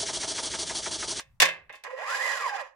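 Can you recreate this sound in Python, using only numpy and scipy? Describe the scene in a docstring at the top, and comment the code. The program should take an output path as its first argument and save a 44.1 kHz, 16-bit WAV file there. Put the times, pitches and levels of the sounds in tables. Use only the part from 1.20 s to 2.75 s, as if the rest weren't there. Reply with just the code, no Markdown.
"""A soft knock and a low rumble of the loaded frame, then a scored tile snaps on a manual tile cutter outdoors.
The halves clatter on the steel bed: each contact is a noisy crack, ringing steel and the yard's answer.
The lever is lifted with a few soft knocks, then the cutting head is pushed back along its rail.
Its bearings whirr, gliding sines that rise and fall with its speed, and it scrapes grittily:
shaped noise and short ringing grains, with the rail and head resonating."""
import sys
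import numpy as np
from scipy import signal
from scipy.fft import rfft, irfft, next_fast_len
from scipy.io import wavfile
from scipy.ndimage import map_coordinates

SR = 44100
rng = np.random.default_rng(int(sys.argv[2]) if len(sys.argv) > 2 else 0)


def materialize(psi):
    """Save the field psi as 16-bit PCM at rate SR to the path in sys.argv[1].

    A 1-D psi becomes a single channel; in a 2-D psi each row is a channel.
    """
    bounded = np.clip(np.atleast_2d(psi).T, -1, 1)
    quanta = np.round(bounded * 32767).astype(np.int16)
    wavfile.write(sys.argv[1], SR, quanta)


N = 68355  # length in samples
TIME = np.arange(N) / SR  # seconds
FFT_SIZE = next_fast_len(N + 4096, True)
GRID = np.fft.rfftfreq(FFT_SIZE, 1 / SR)  # the frequencies used for filtering, in Hz
ATTACK_S = 0.0015  # how softly each contact and each grain starts


def amp(db):
    """Turn decibels into a plain gain."""
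    return 10 ** (np.asarray(db) / 20)


def unit(x):
    """Scale to an rms of 1."""
    return x / np.sqrt(np.mean(x ** 2) + 1e-20)


def along(points, hz):
    """Read (Hz, value) points with straight lines on a log frequency axis."""
    f, value = np.transpose(points)
    return np.interp(np.log(hz + 1), np.log(f + 1), value)


def curves(rows):
    """One value per sample for each column after the time."""
    seconds, *columns = np.transpose(rows)
    return [np.interp(TIME, seconds, column) for column in columns]


def wobble(rate):
    """A smooth random curve with this many knots a second."""
    knots = rng.standard_normal(int(N * rate / SR) + 4)
    return map_coordinates(knots, [np.arange(N) * rate / SR])


def filtered(x, gain):
    """Multiply each frequency of x by its gain."""
    return irfft(rfft(x, FFT_SIZE) * gain, FFT_SIZE)[..., :N]


# How alike left and right are.
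# Each row: frequency in Hz, likeness from 0 (unrelated) to 1 (the same).
LIKENESS = [(60, .85), (150, .65), (400, 0), (1100, 0.8), (2200, 0), (5000, 0.15), (14000, 0)]


def apart(hz):
    """Opposite phase shifts for left and right, wider where they are less alike."""
    angle = np.arccos(np.clip(along(LIKENESS, hz), -1, 1))
    return np.array([[.5], [-.5]]) * angle


def noise(spectrum):
    """Stereo noise with the given spectrum, at rms 1: a shared part plus a part of opposite sign."""
    turn = apart(GRID)[0]
    shares = np.array([np.cos(turn), np.sin(turn)])
    mid, side = filtered(rng.standard_normal((2, N)), amp(along(spectrum, GRID)) * shares)
    return unit(np.array([mid + side, mid - side]))


def sides(pan, hz):
    """Left and right gains with the same total power at every frequency."""
    difference_db = along(pan, hz)
    gains = amp(np.array([difference_db, -difference_db]) / 2)
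    return gains / np.sqrt(np.mean(gains ** 2, axis=0))


def dying(colour, stages, size=512):
    """A dense stereo noise ring; every (dB, t60 table) stage lets each frequency die at its own speed."""
    hz = np.fft.rfftfreq(size, 1 / SR)
    t = np.arange(0, .5, size / 2 / SR)
    a, b = rng.standard_normal((2, len(hz), 2 * len(t))).view(complex)
    turn = apart(hz)[:, :, None]
    stereo = np.cos(turn) * a + np.sin(turn) * b
    # t60 is the time in which a frequency falls by 60 dB; the stages add as powers
    power = sum(amp(db - 60 * t / along(t60s, hz)[:, None]) ** 2 for db, t60s in stages)
    frames = stereo * np.sqrt(power) * colour(hz)[..., None]
    return signal.istft(frames, nperseg=size)[1] / np.sqrt(size / 2)


def ringing(x, tail):
    """Ring x through a tail, scaled so that its left side has energy 1."""
    return signal.fftconvolve(x, tail / np.linalg.norm(tail[0]), axes=1)[:, :N]


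def resonances(modes):
    """The response of a set of modes: each one boosts a narrow band around its own pitch."""
    return sum(amp(db) * 1j * GRID * width / (centre * centre - GRID ** 2 + 1j * GRID * width)
               for centre, width, db in modes)


# The colour of the outdoor air.
# Each row: frequency in Hz, relative level in dB per Hz.
AIR_SPECTRUM = [(25, 2.5), (70, -2.5), (150, -17), (300, -18.5), (1000, -8.5), (4000, -34), (15000, -37.5)]


def outdoor_air():
    """Quiet steady noise, mostly low."""
    return amp(-79.5) * noise(AIR_SPECTRUM)


# How loud the loaded frame rumbles.
# Each row: time in seconds, level in dB.
FRAME_LEVEL = [(.03, -70), (.075, -63.5), (.15, -61), (.2, -68.5), (.4, -70), (.48, -66), (.55, -90)]
# The colour of that rumble.
# Each row: frequency in Hz, relative level in dB per Hz.
FRAME_SPECTRUM = [(25, -11), (60, -9), (110, -8), (200, -24.5), (500, -52)]


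def frame_rumble():
    """The frame rumbles low while the lever is pressed: deep noise that swells and fades."""
    level_db, = curves(FRAME_LEVEL)
    return amp(level_db) * noise(FRAME_SPECTRUM)


def thud():
    """The frame drops as the tile gives way: one low push on the ground, a sine that dies at once."""
    start_s, pitch_hz, decay_s = .219, 45.3, 0.0063
    t = np.maximum(TIME - start_s, 0)
    return amp(-34.5) * np.sin(2 * np.pi * pitch_hz * t) * np.exp(-t / decay_s)


# The speed of the head, heard as the pitch of its bearings.
# Each row: time in seconds, pitch in Hz before a slight random jitter.
WHIRR_PITCH = [(.66, 480), (.72, 525), (.775, 520), (.82, 760), (.86, 1120), (.9, 1360), (.95, 1630),
               (1.0, 1790), (1.025, 2010), (1.06, 2070), (1.11, 1850), (1.17, 1480), (1.22, 1240),
               (1.265, 1030), (1.305, 830), (1.35, 810), (1.39, 700), (1.44, 500)]
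# How loud the whirr is.
# Each row: time in seconds, relative level in dB.
WHIRR_LEVEL = [(.63, -120), (.68, -51.5), (.74, -42), (.757, -53), (.8, -44.5), (.87, -41.5), (.93, -33.5),
               (.99, -41), (1.04, -30), (1.11, -41.5), (1.16, -42.5), (1.23, -37), (1.266, -31),
               (1.28, -38), (1.31, -41.5), (1.345, -34.5), (1.38, -45.5), (1.425, -45.5), (1.49, -100)]
# The sines that make up the whirr.
# Each row: multiple of the pitch, relative level in dB.
WHIRR_PARTIALS = [(.5, -28), (1, -1), (1.95, -8)]
# How well the head radiates.
# Each row: frequency in Hz, gain in dB.
WHIRR_RADIATION = [(330, -35.5), (500, -2), (2100, -4), (2600, -6), (3600, -46)]
# The modes of the rail, which the scrape rings too.
# Each row: frequency in Hz, width in Hz, relative level in dB.
RAIL_MODES = [(460, 25, -0.5), (543.7, 67, -0.5), (811.4, 15, -2.5), (1050, 27, 1), (1147, 90, -6.5),
              (1372, 21, -1), (1635, 50, -5), (1667, 25, 0), (1774, 150, -6.5), (1916.6, 15, 4),
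              (2033, 17, -10.5), (2433, 49, 3.5)]


def bearings():
    """A rough whirr that follows the speed of the head and swells where it crosses a mode of the rail."""
    jitter = .02  # as a share of the pitch
    flutter_db, side_swell_db = 3, 4.5  # the partials beside the pitch come and go more
    (pitch,), (level_db,) = curves(WHIRR_PITCH), curves(WHIRR_LEVEL)
    whirr = np.zeros((2, N))
    for multiple, partial_db in WHIRR_PARTIALS:
        hz = multiple * pitch
        phase = 2 * np.pi * np.cumsum(hz * (1 + jitter * wobble(250))) / SR
        flutter = flutter_db * wobble(120)
        swell = side_swell_db * abs(multiple - 1) * wobble(35.4)
        gain_db = level_db + partial_db + along(WHIRR_RADIATION, hz) + flutter + swell
        whirr += amp(gain_db) * np.sin(phase + apart(hz))
    return 2 * (whirr + filtered(whirr, resonances(RAIL_MODES)))


def dust_grains():
    """Grains of tile dust: clicks at random times, about 600 a second, of uneven size and either sign."""
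    spread_db = 5
    chance, size = rng.random(N), rng.standard_normal(N)
    strength = amp(spread_db * np.clip(size, -2, 2))
    return (chance < 600 / SR) * strength * rng.choice([-1, 1], N)


def friction(grains, spectrum):
    """Fine rubbing noise, with grains of tile dust that each ring the metal briefly."""
    length = SR // 10
    ring = dying(lambda hz: amp(along(spectrum, hz)), [(0, [(1, .045)])])[:, :length]
    ring = ring * (1 - np.exp(-np.arange(length) / SR / ATTACK_S))
    return unit(noise(spectrum) + amp(0.5) * unit(ringing(grains[None], ring)))


# How loud the scrape is.
# Each row: time in seconds, relative level of the body in dB, of the grit in dB, of the fizz in dB.
SCRAPE_LEVELS = [(.625, -110, -120, -120), (.648, -41.5, -64, -71), (.735, -47.5, -64, -72),
                 (.757, -52.5, -70, -77), (.79, -40, -58, -65), (.86, -39.5, -52.5, -60),
                 (.906, -36, -42.5, -49), (1.06, -35, -42, -46), (1.12, -35.5, -42.5, -50.5),
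                 (1.17, -37.5, -44, -49), (1.25, -38, -48.5, -55.5), (1.285, -36.5, -43.5, -49),
                 (1.32, -41.5, -54.5, -64), (1.345, -40, -48.5, -59), (1.395, -35.5, -53, -62.5),
                 (1.415, -40.5, -52.5, -58), (1.435, -47.5, -68, -78), (1.48, -57, -68.5, -80),
                 (1.55, -88, -100, -110)]
# The colours of the scrape, from low to high: body, grit and fizz.
# Each row: frequency in Hz, relative level in dB per Hz.
BODY_SPECTRUM = [(100, -76), (250, -37.5), (385, -25.5), (480, -3), (700, 1.5), (1100, 1.5), (1400, -5.5),
                 (1900, 3.5), (2400, -6), (2900, -6.5), (3600, -21), (6000, -58.5)]
GRIT_SPECTRUM = [(600, -62), (1800, -38), (2900, 3.5), (3600, 0.5), (4400, 0), (5000, 1), (5800, -2),
                 (7000, -1), (8500, -31.5)]
FIZZ_SPECTRUM = [(2000, -71.5), (5500, -42), (7100, 1.5), (8500, -4), (11000, -7.5), (13000, -18),
                 (15000, -16.5), (16000, -34)]
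# The modes of the head.
# Each row: frequency in Hz, width in Hz, relative level in dB.
HEAD_MODES = [(3500, 22, 3), (4954, 25, 8), (5010, 25, 1), (5690, 25, 1.5), (6700, 120, -8.5)]
# Where the slide sits between the ears.
# Each row: frequency in Hz, left minus right in dB.
SLIDE_SIDES = [(60, -9), (99, -16), (160, 11.5), (270, -7.5), (450, -3.5), (740, -11.5), (1220, -1),
               (2010, -9), (3330, 10), (5500, -2), (9080, -12.5), (15000, -8)]
# How long the yard rings, after the slide and after each blow.
# Each row: frequency in Hz, time to fall by 60 dB in seconds.
YARD_DECAY = [(200, 0.43), (2000, 0.33), (6000, 0.21), (14000, 0.14)]


def slide():
    """The head runs along the rail: friction rings the modes of rail and head under the whirr."""
    rail_db, head_db = 3, -6
    scrape_db, chatter_db, yard_db = -2, 1.5, -12
    body_db, grit_db, fizz_db = curves(SCRAPE_LEVELS)
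    grains = dust_grains()
    body = friction(grains, BODY_SPECTRUM)
    body += amp(rail_db) * unit(filtered(noise(BODY_SPECTRUM), resonances(RAIL_MODES)))
    grit = friction(grains, GRIT_SPECTRUM)
    grit += amp(head_db) * unit(filtered(noise(GRIT_SPECTRUM), resonances(HEAD_MODES)))
    fizz = friction(grains, FIZZ_SPECTRUM)
    treble = np.sqrt(2) * (amp(grit_db) * grit + amp(fizz_db) * fizz)
    chatter = amp(scrape_db + chatter_db * wobble(60.49))
    direct = chatter * (amp(body_db) * body + treble) + bearings()
    yard = ringing(direct, dying(np.ones_like, [(0, YARD_DECAY)]))
    return filtered(direct + amp(yard_db) * yard, sides(SLIDE_SIDES, GRID))


# Where the blows sit between the ears.
# Each row: frequency in Hz, left minus right in dB.
BLOW_SIDES = [(60, 5.5), (99, 10.5), (160, -2), (270, 4), (450, -2), (740, -13.5), (1220, 0.5), (2010, -9),
              (3330, 11.5), (5500, -4), (9080, -12), (15000, -9.5)]


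def blow_tone(hz, bass_db, treble_db):
    """Left and right gains of one blow, with its bass and treble raised or lowered."""
    bass = bass_db / (1 + (hz / 794) ** 2)
    treble = treble_db * (1 - 1 / (1 + (hz / 4200) ** 4))
    return sides(BLOW_SIDES, hz) * amp(bass + treble)


# The tile breaks and lands; the soft knocks of lever and head, one before the break and the rest after.
# Each row: start in seconds, level in dB, bass in dB, treble in dB, ring in dB.
TILE_BLOWS = [(.2003, -15.5, -7.5, 10, -1.5), (.2165, -17, -15, 6, -2), (.2195, -13, 1, 7, -3.5),
              (.2235, -13.5, 5, 2.5, -3), (.253, -21.5, -5, 4.5, -4.5), (.285, -28, -0.5, -4, 2.5)]
SOFT_KNOCKS = [(.0, -39.5, 6, 11.5, -7.5), (0.4937, -40, -7, -20.5, -1.5), (.499, -40.5, 7.5, -29, -3),
               (.525, -57.5, -8, 8, 12), (.536, -42, -1.5, -20, 0), (0.544, -58.5, 4, 6, -1.5),
               (0.553, -54, 5, 10, 3.5), (0.6364, -42, 6, 9, -10)]
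# The modes of the steel bed.
# Each row: frequency in Hz, relative level in dB, time to fall by 60 dB in seconds.
BED_MODES = [(165, -28, .38), (540, -7, .24), (630, -2, .11), (830, -12, .26), (1058, -4, .16),
             (1112, -6, .22), (1612, -7, .23), (1662, -3, .22), (1788, -3, .22), (1846, -5, .24),
             (2077, -4, .27), (2533, -2, .19), (2638, -3, .27), (2767, -8, .2), (3106, -8, .2),
             (3490, -5, .16), (3555, -8, .19), (3617, -7, .16)]
# The colour of the ceramic and steel crack.
# Each row: frequency in Hz, relative level in dB per Hz.
CRACK_SPECTRUM = [(59, -78.5), (100, -39.5), (614, -3.5), (898, -9.5), (1090, 0), (1310, -15), (1660, 1.5),
                  (2580, -0.5), (3250, -8.5), (3540, -6), (4100, -10), (10800, -20.5), (15500, -29)]
# How long the crack lasts.
# Each row: frequency in Hz, time to fall by 60 dB in seconds.
CRACK_DECAY = [(300, 0.071), (2000, 0.065), (6000, .08), (14000, 0.027)]


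def blows(rows):
    """Each contact is a dense ceramic and steel crack, the bed's ringing modes and the yard's answer."""
    bed_db, yard_db = -8.5, -13
    out = np.zeros((2, 2 * N))  # room for the last tail
    t = np.arange(SR // 2 - 1024) / SR
    mode_hz, mode_db, t60 = np.transpose(BED_MODES)
    mode_fade = amp(bed_db + mode_db[:, None] - 60 * t / t60[:, None])
    modes = mode_fade * np.exp(2j * np.pi * mode_hz[:, None] * t)
    for start_s, level_db, bass_db, treble_db, ring_db in rows:
        def colour(hz):
            return blow_tone(hz, bass_db, treble_db) * unit(amp(along(CRACK_SPECTRUM, hz)))

        # the ring setting moves the yard and the bed together
        crack = dying(colour, [(0, CRACK_DECAY), (yard_db + ring_db, YARD_DECAY)])[:, :len(t)]
        phase = 2 * np.pi * rng.random(len(mode_hz)) + apart(mode_hz)
        ring = ((blow_tone(mode_hz, bass_db, treble_db) * np.exp(1j * phase)) @ modes).imag
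        attack = 1 - np.exp(-t / ATTACK_S)
        start = round(start_s * SR)
        out[:, start:start + len(t)] += amp(level_db) * (crack + amp(ring_db) * ring) * attack
    return out[:, :N]


def scene():
    """The snap, the knocks and the slide, in the open air."""
    return blows(TILE_BLOWS + SOFT_KNOCKS) + thud() + slide() + outdoor_air() + frame_rumble()


def record(dry):
    """Cut the very top of the treble steeply, above 15.9 kHz."""
    return filtered(dry, 1 / np.sqrt(1 + (GRID / 15900) ** 160))


dry = scene()
out = record(dry)
materialize(out)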